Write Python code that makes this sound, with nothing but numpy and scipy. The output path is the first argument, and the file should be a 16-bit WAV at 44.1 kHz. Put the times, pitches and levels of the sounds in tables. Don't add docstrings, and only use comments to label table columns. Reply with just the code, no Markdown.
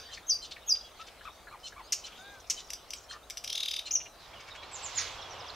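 import sys
import numpy as np
from scipy import signal
from scipy.io import wavfile
from scipy.ndimage import uniform_filter1d

SR = 44100
rng = np.random.default_rng(int(sys.argv[2]) if len(sys.argv) > 2 else 0)


def unload_wav(signal):
    wavfile.write(
        sys.argv[1],
        SR,
        np.round(np.clip(np.atleast_2d(signal).T, -1, 1) * 32767).astype(np.int16),
    )


def natural_amplitude(level_db):
    exponent = np.asarray(level_db, float) / 20
    return 10 ** exponent


N = 244755
LEAD = 8192


def read(points, hz):
    f, value = np.transpose(points)
    return np.interp(np.log(hz + 1), np.log(f + 1), value)


def evened(x):
    return x / np.sqrt(np.mean(x ** 2) + 1e-20)


def level_curve(points, before_db=None):
    return natural_amplitude(np.interp(np.arange(N) / SR, *np.transpose(points), left=before_db))


def tilt(db):
    return natural_amplitude(np.multiply([[0.5], [-0.5]], db))


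def wander(count, size, pool):
    return evened(uniform_filter1d(rng.standard_normal(pool), size=size))[:count]


def silence():
    return np.zeros(N + LEAD)


def add(mix, s, sound):
    part = mix[round(s * SR) + LEAD:][:len(sound)]
    part += sound[:len(part)]


# frequency in Hz, left-right likeness from 0 to 1.
EAR_LIKENESS = [(30, 0.99), (70, 0.93), (105, 1), (150, 0.48), (380, 0.82), (950, 0.87), (2400, 0.89),
                (6000, 0.48), (15000, 0.42)]


def air(spectrum, patchy_db, likeness=1, size=1024):
    frames, hz = 4 * N // size + 5, np.fft.rfftfreq(size, 1 / SR)
    a, b, c, d, patches = rng.standard_normal((frames, len(hz), 5)).T
    patches = uniform_filter1d(patches, size // 72, 0)
    patches = evened(uniform_filter1d(patches, 12288 // size, 1))
    same = np.clip(likeness * read(EAR_LIKENESS, hz), 0, 1)[:, None]
    left = a + 1j * b
    right = same * left + np.sqrt(1 - same ** 2) * (c + 1j * d)
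    z = np.array([left, right]) * natural_amplitude(read(spectrum, hz)[:, None] + patchy_db * patches)
    return evened(signal.istft(z, nperseg=size, noverlap=size * 3 // 4)[1][:, :N])


# frequency in Hz, level in dB per Hz.
HUM_SPECTRUM = [(18, -16), (35, -0.5), (56, 3), (97, -7), (170, -13), (300, -10.5), (677, -4), (936, -9),
                (1260, -7.5), (1840, -18), (3700, -20), (5100, -25), (8000, -23.5), (16000, -29)]
# time in seconds, level in dB.
HUM_FADE = [
    (4.1, -6.5),
    (4.7, -11.5),
    (5.55, -9),
]


def traffic_hum():
    return natural_amplitude(-49.5) * level_curve(HUM_FADE) * air(HUM_SPECTRUM, 0.59, size=4096) * tilt(0.8)


# frequency in Hz, level in dB per Hz.
SWELL_SPECTRUM = [(18, -41), (30, -4), (93, 0.5), (197, -14.5), (536, -1.5), (1110, 1), (1880, -10),
                  (3430, -7), (5660, -16), (7640, -27), (12000, -73), (15600, -69), (22000, -120)]
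# time in seconds, level in dB.
SWELL_LEVEL = [
    (4.15, -65.5),
    (4.34, -56),
    (4.97, -48.5),
    (5.55, -48.5),
]


def traffic_swell():
    return natural_amplitude(2.5) * level_curve(SWELL_LEVEL, -99) * air(SWELL_SPECTRUM, 0.93, size=4096) * tilt(-1.6)


# frequency in Hz, level in dB per Hz.
LEAVES_SPECTRUM = [(880, -18), (1500, 2.5), (2360, 4), (5400, 4), (6550, -2.5), (8020, -12.5),
                   (9910, -19.5), (15000, -28)]
# time in seconds, level in dB.
GUST_LEVEL = [
    (4.2, -58),
    (4.6, -69),
    (4.8, -49),
    (4.95, -45.5),
    (5.0, -38),
    (5.06, -41.5),
    (5.15, -49),
    (5.3, -60),
    (5.55, -92),
]


def gust_in_leaves():
    return level_curve(GUST_LEVEL, -99) * air(LEAVES_SPECTRUM, 1.8, likeness=1.1) * tilt(-3.6)


# frequency in Hz, level in dB per Hz.
CHORUS_SPECTRUM = [(1800, -3.5), (2600, -2), (3700, 2), (4800, -3), (6500, -10), (8000, -23)]
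# time in seconds, level in dB.
CHORUS_LEVEL = [(0, -51), (.2, -58.5), (.56, -60), (1.0, -55.5), (1.35, -59), (1.7, -62), (2.2, -54),
                (2.45, -58), (3.1, -61.5), (3.9, -63), (4.3, -58.5), (5.55, -82)]


def far_chorus():
    return natural_amplitude(-0.5) * level_curve(CHORUS_LEVEL) * air(CHORUS_SPECTRUM, 5.2)


def resonate(x, hz, width_hz):
    return signal.lfilter(*signal.iirpeak(hz, hz / width_hz, SR), x)


def sing(hz, overtones_db):
    turn = 2 * np.pi * np.cumsum(hz) / SR
    tone = 0
    for k, db in enumerate(overtones_db, 1):
        tone = tone + natural_amplitude(db) * np.sqrt(2) * np.sin(k * turn) * (k * hz < SR / 2)
    return tone


def whistle(rows, overtones_db, follow=0.22):
    s, hz, level_db = np.transpose(rows)
    t = np.arange(s[0], s[-1], 1 / SR)
    hz, level_db = (uniform_filter1d(np.interp(t, s, c), size=160, mode="nearest") for c in (hz, level_db))
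    pure = sing(hz, [0])
    upper = (sing(hz, overtones_db) - pure) * natural_amplitude((1 - follow) * (level_db.max() - level_db))
    flutter = 0.84 + 0.45 * wander(len(t), 140, 6000)
    return natural_amplitude(level_db) * (pure + upper * flutter) * signal.windows.tukey(len(t), .1)


def arc(length, start_hz, middle_hz, end_hz, db, overtones_db, soft=0.88, late=1, rough=0.58):
    u = np.linspace(0, 1, round(length * SR))
    v = u ** late
    hz = start_hz * (1 - v) * (1 - 2 * v) + 4 * middle_hz * v * (1 - v) + end_hz * v * (2 * v - 1)
    shake = 1 + rough * wander(len(u), 120, 12000)
    return natural_amplitude(db) * sing(hz, overtones_db) * shake * signal.windows.tukey(len(u), min(soft, 1))


def chack(db, length, hz, width_hz, per_s, rough=1.0):
    t = np.arange(round(length * SR)) / SR
    cycle = t * per_s * (1.05 - .05 * t / length) % 1
    noise = rough * width_hz / 800 * rng.standard_normal(4096)[:len(t)]
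    drive = np.exp(-cycle / 0.11) * (noise + np.sin(2 * np.pi * hz * cycle / per_s))
    ring = resonate(resonate(drive, hz, width_hz), hz, 2.5 * width_hz)
    dull = signal.lfilter(*signal.butter(4, max(7500, hz), fs=SR), ring)
    return natural_amplitude(db) * evened(dull) * signal.windows.tukey(len(t), .5)


# start in seconds, length in seconds,
# start pitch in Hz, end pitch in Hz, level in dB.
LEFT_PEEPS = [(0.085, 0.02, 1790, 1840, -54), (0.224, 0.043, 3550, 3880, -67),
              (0.562, 0.012, 2650, 1730, -46.5), (0.576, 0.03, 4120, 3990, -63),
              (0.619, .018, 3520, 3920, -61.5), (0.686, 0.012, 2400, 2840, -55.5),
              (0.808, 0.014, 3430, 3300, -60), (0.836, 0.048, 3320, 3313, -58.5),
              (0.907, 0.022, 3300, 3800, -72), (0.94, .04, 3900, 3950, -80),
              (1.193, 0.036, 2860, 3060, -64), (1.288, 0.11, 3930, 3620, -68),
              (1.834, 0.027, 4460, 4750, -63), (1.834, 0.038, 6200, 6650, -66),
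              (1.865, 0.018, 4800, 5050, -59), (1.89, 0.0046, 5000, 5050, -63),
              (1.907, 0.0039, 4900, 4930, -55), (2.244, 0.011, 2880, 2900, -65),
              (3.227, .025, 3560, 4000, -62)]
WARBLE = [(2.644, 0.015, 5740, 5510, -56), (2.668, 0.013, 7370, 5200, -60), (2.686, 0.028, 4140, 6460, -62),
          (2.698, 0.0059, 4800, 6000, -52), (2.875, 0.027, 4430, 6240, -63.5),
          (2.951, 0.043, 8530, 5660, -56.5), (2.979, 0.01, 5600, 7950, -60),
          (3.005, 0.02, 8100, 6400, -64.5), (3.03, 0.01, 4860, 7500, -60), (3.037, 0.023, 4740, 5700, -63)]
RIGHT_PEEPS = [(4.2, 0.06, 4370, 3760, -65), (4.333, 0.053, 3550, 2780, -58), (4.4, 0.024, 4950, 5100, -60),
               (4.472, 0.053, 5130, 5270, -62.5), (4.504, 0.028, 4060, 3620, -52.5),
               (4.552, .018, 2470, 3220, -56.5), (4.567, 0.046, 3350, 3330, -57.5),
               (4.62, 0.024, 3560, 4190, -55), (4.969, 0.068, 9280, 9580, -61),
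               (5.179, 0.039, 3450, 3220, -54), (5.215, 0.065, 3410, 3330, -57),
               (5.22, 0.012, 4500, 3530, -49), (5.47, 0.011, 3560, 3300, -53),
               (5.49, 0.025, 6880, 6780, -69),
               (5.212, 0.025, 5900, 5260, -55), (5.293, .01, 3640, 6260, -63),
              (5.304, 0.036, 6220, 5480, -54), (5.33, 0.015, 6300, 7700, -64),
              (5.385, .015, 5650, 6330, -61), (5.396, 0.019, 5900, 4880, -52),
              (5.419, 0.0075, 3250, 4120, -54), (5.46, 0.014, 4970, 6200, -59),
              (5.48, 0.016, 5800, 4700, -50.5), (5.495, 0.011, 3100, 4420, -47.5),
              (5.538, 0.013, 3950, 6200, -60)]


def peeps(notes):
    out = silence()
    for s, length, start_hz, end_hz, db in notes:
        settle = 0.62 + 0.094 * (end_hz < start_hz)
        middle_hz = start_hz + settle * (end_hz - start_hz)
        add(out, s, arc(length, start_hz, middle_hz, end_hz, db, [0], soft=0.25, rough=.24))
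    return out


# start in seconds, length in seconds, top pitch in Hz, level in dB.
SEEPS = [
    (4.714, 0.057, 7960, -43),
    (4.821, 0.054, 7870, -40),
    (4.948, .055, 7280, -32),
]
# share of the length, times the top pitch, level in dB.
SEEP_SHAPE = [(0, 0.97, -12), (.2, 0.99, -7), (.66, .9, 0.5), (1, .73, -6.5)]


def seeps():
    out = silence()
    share, pitch, level_db = np.transpose(SEEP_SHAPE)
    for s, length, hz, db in SEEPS:
        add(out, s, whistle(np.transpose([share * length, pitch * hz, level_db + db]), [-1.5, -59]))
    return out


# start in seconds, level in dB, length in seconds.
SCOLD = (3070, 3000, 340), [(.992, -52.5, 0.034), (1.062, -51, 0.03)]
GRUMBLE = (2240, 1200, 450, 1.7), [(4.328, -54.5, 0.023), (4.392, -53, 0.028), (4.472, -51.5, 0.03),
           (4.548, -50, 0.019), (4.624, -51, 0.025), (4.706, -54, 0.019)]
GRUMBLE_TOP = (6000, 5300, 350), [(4.4, -58, 0.015), (4.47, -61, .025), (4.548, -58, 0.02),
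               (4.632, -60, 0.0166), (4.71, -61, .02)]
SHARP = (1960, 850, 140), [(4.981, -37, 0.0103), (5.008, -41, 0.017)]
SHARP_TOP = (4740, 730, 710), [(4.982, -37, 0.0083), (5.008, -40, 0.012)]
CHACK = (2950, 1700, 400), [(.746, -51, .02), (2.073, -50, .015), (2.119, -53, .017), (2.165, -57, .025)]
HISS = (4000, 2700, 400), [(.125, -58, 0.046), (.161, -57, 0.026), (.506, -43.5, 0.024),
        (1.228, -62, 0.034)]
TACK = (2250, 800, 180), [(.562, -49, .0087)]
TUT = (1590, 560, 340), [(1.207, -50.5, 0.014), (1.468, -48.5, 0.021), (1.72, -50, 0.014)]
TICK = (6000, 1200, 630), [(2.335, -67, 0.025), (2.397, -58, .015), (2.467, -60, 0.018)]
CHURR = (5100, 1800, 120), [(1.585, -63, 0.067)]
TSK = (9300, 900, 320), [(2.218, -65, .012)]
TRILL = (3700, 330, 62, .4), [(2.146, -60, .09)]
BUZZ = (2900, 420, 75, .5), [(5.325, -54, .066), (5.392, -56, .066)]


def harsh_calls():
    out = silence()
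    kinds = (SCOLD, GRUMBLE, GRUMBLE_TOP, SHARP, SHARP_TOP, CHACK, HISS, TACK, TUT, TICK, CHURR, TSK, TRILL, BUZZ)
    for voice, calls in kinds:
        for s, db, length in calls:
            add(out, s, chack(db, length, *voice))
    return out


CHUP = (2600, 950, 340, 1.2), [(3.867, -46, 0.018), (3.903, -49, 0.023), (3.950, -48, 0.019),
        (4.001, -48, 0.019), (4.054, -50, 0.021)]


def chups():
    out = silence()
    voice, calls = CHUP
    for s, db, length in calls:
        add(out, s, chack(db, length, *voice))
        add(out, s + .004, arc(length + .005, 2800, 2810, 2750, db - 3.5, [0], rough=0.23))
    return out


LOW_OVERTONES_DB = [2, -9, -24]
# start in seconds, length in seconds, top pitch in Hz, level in dB.
COOS = [
    (1.245, 0.053, 1310, -48),
    (1.505, 0.0567, 1210, -50.5),
    (1.754, 0.067, 1182, -50),
]
# start in seconds, length in seconds, start, middle and end pitch in Hz, level in dB.
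HOOT = (.988, .044, 1080, 1330, 1200, -44.5)


def coos():
    out = silence()
    add(out, HOOT[0], arc(*HOOT[1:], [0, -15, -19], soft=.7, rough=.15))
    for s, length, hz, db in COOS:
        add(out, s, arc(length, .76 * hz, hz, 0.54 * hz, db, LOW_OVERTONES_DB, soft=0.47, rough=0.45))
    return out


# start in seconds, length in seconds, start, middle and end pitch in Hz, level in dB.
CROAK_ENTRY = [
    (3.1105, .0048, 1850, 1560, 1250, -43.5),
]
CROAK = [
    (3.116, .069, 960, 1180, 1190, -47.5),
]
CROAK_GRIT = (1250, 900, 174, .7), [(3.118, -54, .066)]


def croaks():
    out = silence()
    for s, *shape in CROAK_ENTRY:
        add(out, s, arc(*shape, LOW_OVERTONES_DB, rough=0.38))
    for s, *shape in CROAK:
        croak = arc(*shape, [0, -24], soft=.25, late=.6, rough=.25)
        beat = abs(np.sin(np.pi * 87 * (np.arange(len(croak)) / SR - .0045)))
        offbeat = arc(shape[0], *[1.52 * shape[2]] * 3, shape[-1] - 4, [0], rough=0.68)
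        add(out, s, beat ** 5 * offbeat)
        add(out, s, croak * (1 - .9 * beat ** 1.3) * np.linspace(.85, 1.15, len(croak)))
    voice, calls = CROAK_GRIT
    for s, db, length in calls:
        add(out, s, chack(db, length, *voice))
    return out


# start in seconds, length in seconds, start, middle and end pitch in Hz, level in dB.
KNOCKS = [
    (.1738, .0036, 2800, 2200, 1600, -40),
    (.1788, .004, 2200, 1900, 1650, -43),
]
CAWS = [
    (2.172, .232, 700, 810, 735, -65.5),
]


def knocks_and_caws():
    out = silence()
    for s, *shape in KNOCKS:
        add(out, s, arc(*shape, [0], soft=0.71, rough=.1))
    for s, *shape in CAWS:
        add(out, s, 1.3 * arc(*shape, [0, 8, -7], soft=.2, rough=.12))
    return out


DUET_PARTIALS = [(1, 0), (0, 1), (2, 0), (1, 1), (4, -1), (3, 0), (-1, 2)]
DUET_PARTIALS_DB = [0.5, 5.5, -11, -6.5, -16, -19, -7]


def duet(db, length, low_hz, high_hz, high_db):
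    joins, stops = .22, .8
    u = np.linspace(0, 1, round(length * SR))
    end = np.clip((u - stops) / (1 - stops), 0, 1)
    low_curve = low_hz * (1 - .24 * end ** 1.44)
    high_curve = high_hz * (1 - .07 * np.exp(-(u - joins) / 0.12) - 0.35 * end)
    low, high = (np.cumsum(hz) * 2 * np.pi / SR for hz in (low_curve, high_curve))
    joined = natural_amplitude(high_db) * np.clip((u - joins) / 0.04, 0, 1) * np.clip(1 - 0.83 * end, 0, 1)
    bright = natural_amplitude(9.4 * np.clip((u - stops) / 0.059 + 1, 0, 1))
    mix = 0
    for (a, b), g in zip(DUET_PARTIALS, DUET_PARTIALS_DB):
        partial = natural_amplitude(g) * np.sin(a * low + b * high)
        mix = mix + partial * (joined if b else 1) * (bright if a == 2 else 1)
    hoarse = 1 + .32 * wander(len(u), 50, 4096)
    note = natural_amplitude(db) * mix * hoarse * (0.82 + 1.5 * u) * signal.windows.tukey(len(u), .25)
    rasp = chack(db + 6, 0.018, 4700, 2900, 350)
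    start = int(0.87 * len(u))
    return np.pad(note, (0, len(rasp))) + np.pad(rasp, (start, len(u) - start))


# start in seconds, level in dB, length in seconds, low voice in Hz, high voice in Hz.
DUETS = [
    (0.103, -52, 0.04, 3136, 4100),
    (0.412, -55, 0.041, 3115, 4185),
    (1.628, -53.5, 0.049, 3043, 4190),
    (2.036, -51, 0.024, 3033, 4130),
    (2.565, -52, 0.03, 3070, 3986),
    (3.087, -52.5, 0.037, 3160, 4240),
    (3.849, -53.5, 0.03, 2980, 4180),
]
DUETS_HIGH_DB = [-8, 0.5, -2.5, -4, -3, -3.5, 2.5]


def duets():
    out = silence()
    for (s, *shape), high_db in zip(DUETS, DUETS_HIGH_DB):
        add(out, s, duet(*shape, high_db))
    return out


# time in seconds, pitch in Hz, level in dB.
WHISTLES = [
    [(.265, 5970, -52), (.272, 6360, -50), (.289, 6530, -36), (.299, 6090, -23), (.31, 5090, -26.5),
     (.32, 4700, -25.5), (.33, 4655, -28), (.342, 4727, -31.5), (.354, 4700, -33)],
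    [(.663, 6360, -51), (.675, 6560, -52), (.686, 6650, -37), (.697, 5950, -25), (.707, 5180, -28),
     (.715, 4950, -28), (.721, 4850, -18.5), (.731, 4780, -31), (.74, 4760, -54)],
    [(3.906, 4340, -48), (3.912, 5870, -25.5), (3.92, 6760, -35), (3.928, 7060, -46), (3.94, 6580, -29),
     (3.952, 6280, -34), (3.956, 5950, -17), (3.964, 5380, -36), (3.972, 5480, -37)],
]
# start in seconds, length in seconds,
# start, middle and end pitch in Hz, level in dB.
LATE_ECHO = (.046, .041, 4620, 4610, 4600, -54)
# start in seconds, length in seconds, start, middle, end pitch in Hz, level in dB.
LOWER_NOTES = [
    (0.274, 0.05, 3250, 3240, 3500, -59),
    (0.667, 0.028, 3090, 3350, 3540, -54.5),
]


def loud_whistles():
    out, overtones_db = silence(), [0, -35, -37]
    add(out, WHISTLES[0][0][0] - 0.37, natural_amplitude(-6.5) * whistle(WHISTLES[0], overtones_db))
    add(out, LATE_ECHO[0], arc(*LATE_ECHO[1:], [0], rough=0.29))
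    for rows in WHISTLES:
        add(out, rows[0][0], whistle(rows, overtones_db))
    for s, *shape in LOWER_NOTES:
        add(out, s, arc(*shape, [1.5, -50, -18]))
    return out


def click(db, length, start_hz, end_hz, throat, rough=.4, bow=1.0):
    u = np.linspace(0, 1, round(length * SR))
    noise = rng.standard_normal(1024)[:len(u)]
    sweep = evened(sing(start_hz * (end_hz / start_hz) ** u ** bow, [-5.5, 6.5, 7, -9.0, -2.5, 4.0]))
    drive = (1 - rough) * sweep + rough * noise
    drive = np.pad(drive * signal.windows.tukey(len(u), .2) * (1.2 - .5 * u), (0, 300))
    ring = sum(natural_amplitude(g) * resonate(resonate(drive, f, w), f, w) for f, w, g in throat)
    return natural_amplitude(db) * ring / np.sqrt(np.sum(ring ** 2) / (len(u) + 100))


# centre in Hz, width in Hz, level in dB.
OPEN_THROAT = [(2530, 1900, -9), (5900, 2140, -1), (11700, 1600, -16)]
NARROW_THROAT = [(3020, 2500, -6), (4950, 260, 1.5), (5810, 710, 1.5), (7000, 1200, -10.5),
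                 (11000, 3400, -14)]
# start in seconds, level in dB.
LONG_CLICKS = [
    (1.9212, -28),
    (2.498, -29),
]
# start in seconds, level in dB, length in seconds.
SHORT_CLICKS = [
    (2.703, -36, 0.0038),
    (2.733, -35.5, 0.0042),
    (2.905, -37.5, 0.0037),
    (2.934, -35.5, 0.0044),
    (3.299, -39.5, 0.0027),
    (3.305, -38, 0.0034),
    (3.371, -36.5, 0.00352),
    (3.377, -40, 0.0044),
    (3.439, -42.5, 0.0026),
    (3.444, -35.5, 0.0034),
]


def clicks():
    out = silence()
    for s, db in LONG_CLICKS:
        add(out, s, click(db, .0175, 3390, 1251, OPEN_THROAT, rough=0.5, bow=0.81))
    for s, db, length in SHORT_CLICKS:
        add(out, s, click(db, length, 3300, 2090, NARROW_THROAT, rough=0.67))
    return out


# centre in Hz, width in Hz, level in dB.
RATTLE_THROAT = [(2800, 420, -11), (3800, 1000, 2.5), (4860, 430, 0.5), (6000, 770, -4.5),
                 (10700, 5700, -17.5)]
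# time of the click in seconds, level of the click in dB.
RATTLE = [(3.4758, -36.5), (3.4998, -35), (3.5277, -33.5), (3.554, -35.5), (3.5785, -35.5), (3.6051, -38),
          (3.632, -35.5), (3.6581, -36.5), (3.684, -34.5), (3.712, -35.5), (3.7384, -36.5), (3.7646, -38),
          (3.7925, -41)]


def rattle():
    out, full_db = silence(), -31
    tone_hz, cold_throat = np.array([3200, 3630, 3900]), np.array([0.0078, 0.019, 0.12, -0.079, 0])
    first, last = RATTLE[0][0], RATTLE[-1][0]
    drop_hz = np.linspace(3900, 1850, round(0.0038 * SR))
    for s, db in RATTLE:
        cold = np.exp(-((s - first) / 0.06) ** 2)
        shift = (1 + cold * cold_throat) * rng.normal(1, 0.031, len(RATTLE_THROAT))
        throat = [(f * k, w, g) for (f, w, g), k in zip(RATTLE_THROAT, shift)]
        tone_db = full_db - 18 * np.exp(-(s - first) / 0.031) - 1.5 * (s == last)
        pitches = tone_hz * (1 - 0.19 * cold) * rng.normal(1, 0.013)
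        tone = arc(.0066, *pitches, tone_db, [0, -29, -21], soft=0.14, rough=0.2)
        add(out, s - .0058, tone * np.linspace(0, 1.1, len(tone)) ** 0.71)
        add(out, s - .0007, click(db + .5, 0.00498, 3600, 2154, throat, rough=0.59))
        drop = sing(drop_hz, [max(tone_db, full_db - 4.5) - 4.5])
        add(out, s + .0005, drop * signal.windows.tukey(len(drop_hz), .6))
    return out


# frequency in Hz, reverberation time (60 dB) in seconds.
TRUNKS_T60 = [(1000, 0.088), (2500, 0.42), (5000, 0.32), (12000, 0.25)]
# left delay in seconds, right delay in seconds, level in dB.
BRANCHES = [
    (.0021, 0.0041, -19.5),
    (.0062, 0.0093, -19),
]


def trees(x, twigs_db, trunks_db, pan_db, thin=0):
    taps = np.zeros((2, 30000))
    at = np.arange(40, 29980, 20) + rng.integers(0, 20, (2, 1497))
    np.put_along_axis(taps, at, rng.choice([-1., 1.], at.shape), 1)
    taps[1] = taps[0]
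    taps[1] += signal.lfilter(*signal.butter(2, 6760, "high", fs=SR), np.roll(taps[1], 3333) - taps[1])
    twigs = taps * natural_amplitude(-60 * np.arange(30000) / SR / 0.071)
    hz, t, z = signal.stft(taps, SR, nperseg=128)
    trunks = signal.istft(z * natural_amplitude(-60 * t / read(TRUNKS_T60, hz)[:, None]), SR, nperseg=128)[1][:, :30000]
    echoes = natural_amplitude(twigs_db) * twigs / np.linalg.norm(twigs[0])
    echoes = echoes + natural_amplitude(trunks_db) * trunks / np.linalg.norm(trunks[0])
    for left_s, right_s, db in BRANCHES:
        echoes[[0, 1], [round(left_s * SR), round(right_s * SR)]] += natural_amplitude(db)
    echoes = echoes - thin * signal.filtfilt(*signal.butter(2, 2900, fs=SR), echoes)
    wet = signal.fftconvolve(x[None], echoes, axes=1)
    return ((x + wet[:, :len(x)]) * tilt(pan_db))[:, LEAD:]


# time in seconds, left over right in dB.
TURN = [
    (.45, 1.5),
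    (.7, 0.5),
    (1.3, 4),
    (1.5, 1),
]


def scene():
    right_notes = RIGHT_PEEPS
    left = duets() + harsh_calls() + coos() + peeps(LEFT_PEEPS + WARBLE)
    right = seeps() + peeps([note for note in right_notes if note[0] <= 5.15])
    close = peeps([note for note in right_notes if note[0] > 5.15])
    clearing = chups() + croaks() + knocks_and_caws()
    birds = trees(left, -6, -13.0, 0.42) + trees(right, -8.5, -5.5, -4.5)
    birds = birds + natural_amplitude(2.5) * trees(close, -14, -12, -4.5) + trees(clearing, -12, -18, .6)
    birds = birds + trees(loud_whistles() + clicks() + rattle(), -9.5, -9.0, 1.0, thin=0.53)
    birds = birds * tilt(np.interp(np.arange(N) / SR, *np.transpose(TURN)))
    return traffic_hum() + traffic_swell() + gust_in_leaves() + far_chorus() + birds


def top_cut(x):
    return signal.sosfilt(signal.butter(12, 15900, fs=SR, output="sos"), x)


def record(dry):
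    edge = signal.firwin(511, 15780, window=("kaiser", 9), fs=SR)
    return top_cut(signal.oaconvolve(dry, edge[None], "same"))


dry = scene()
out = record(dry)
unload_wav(out)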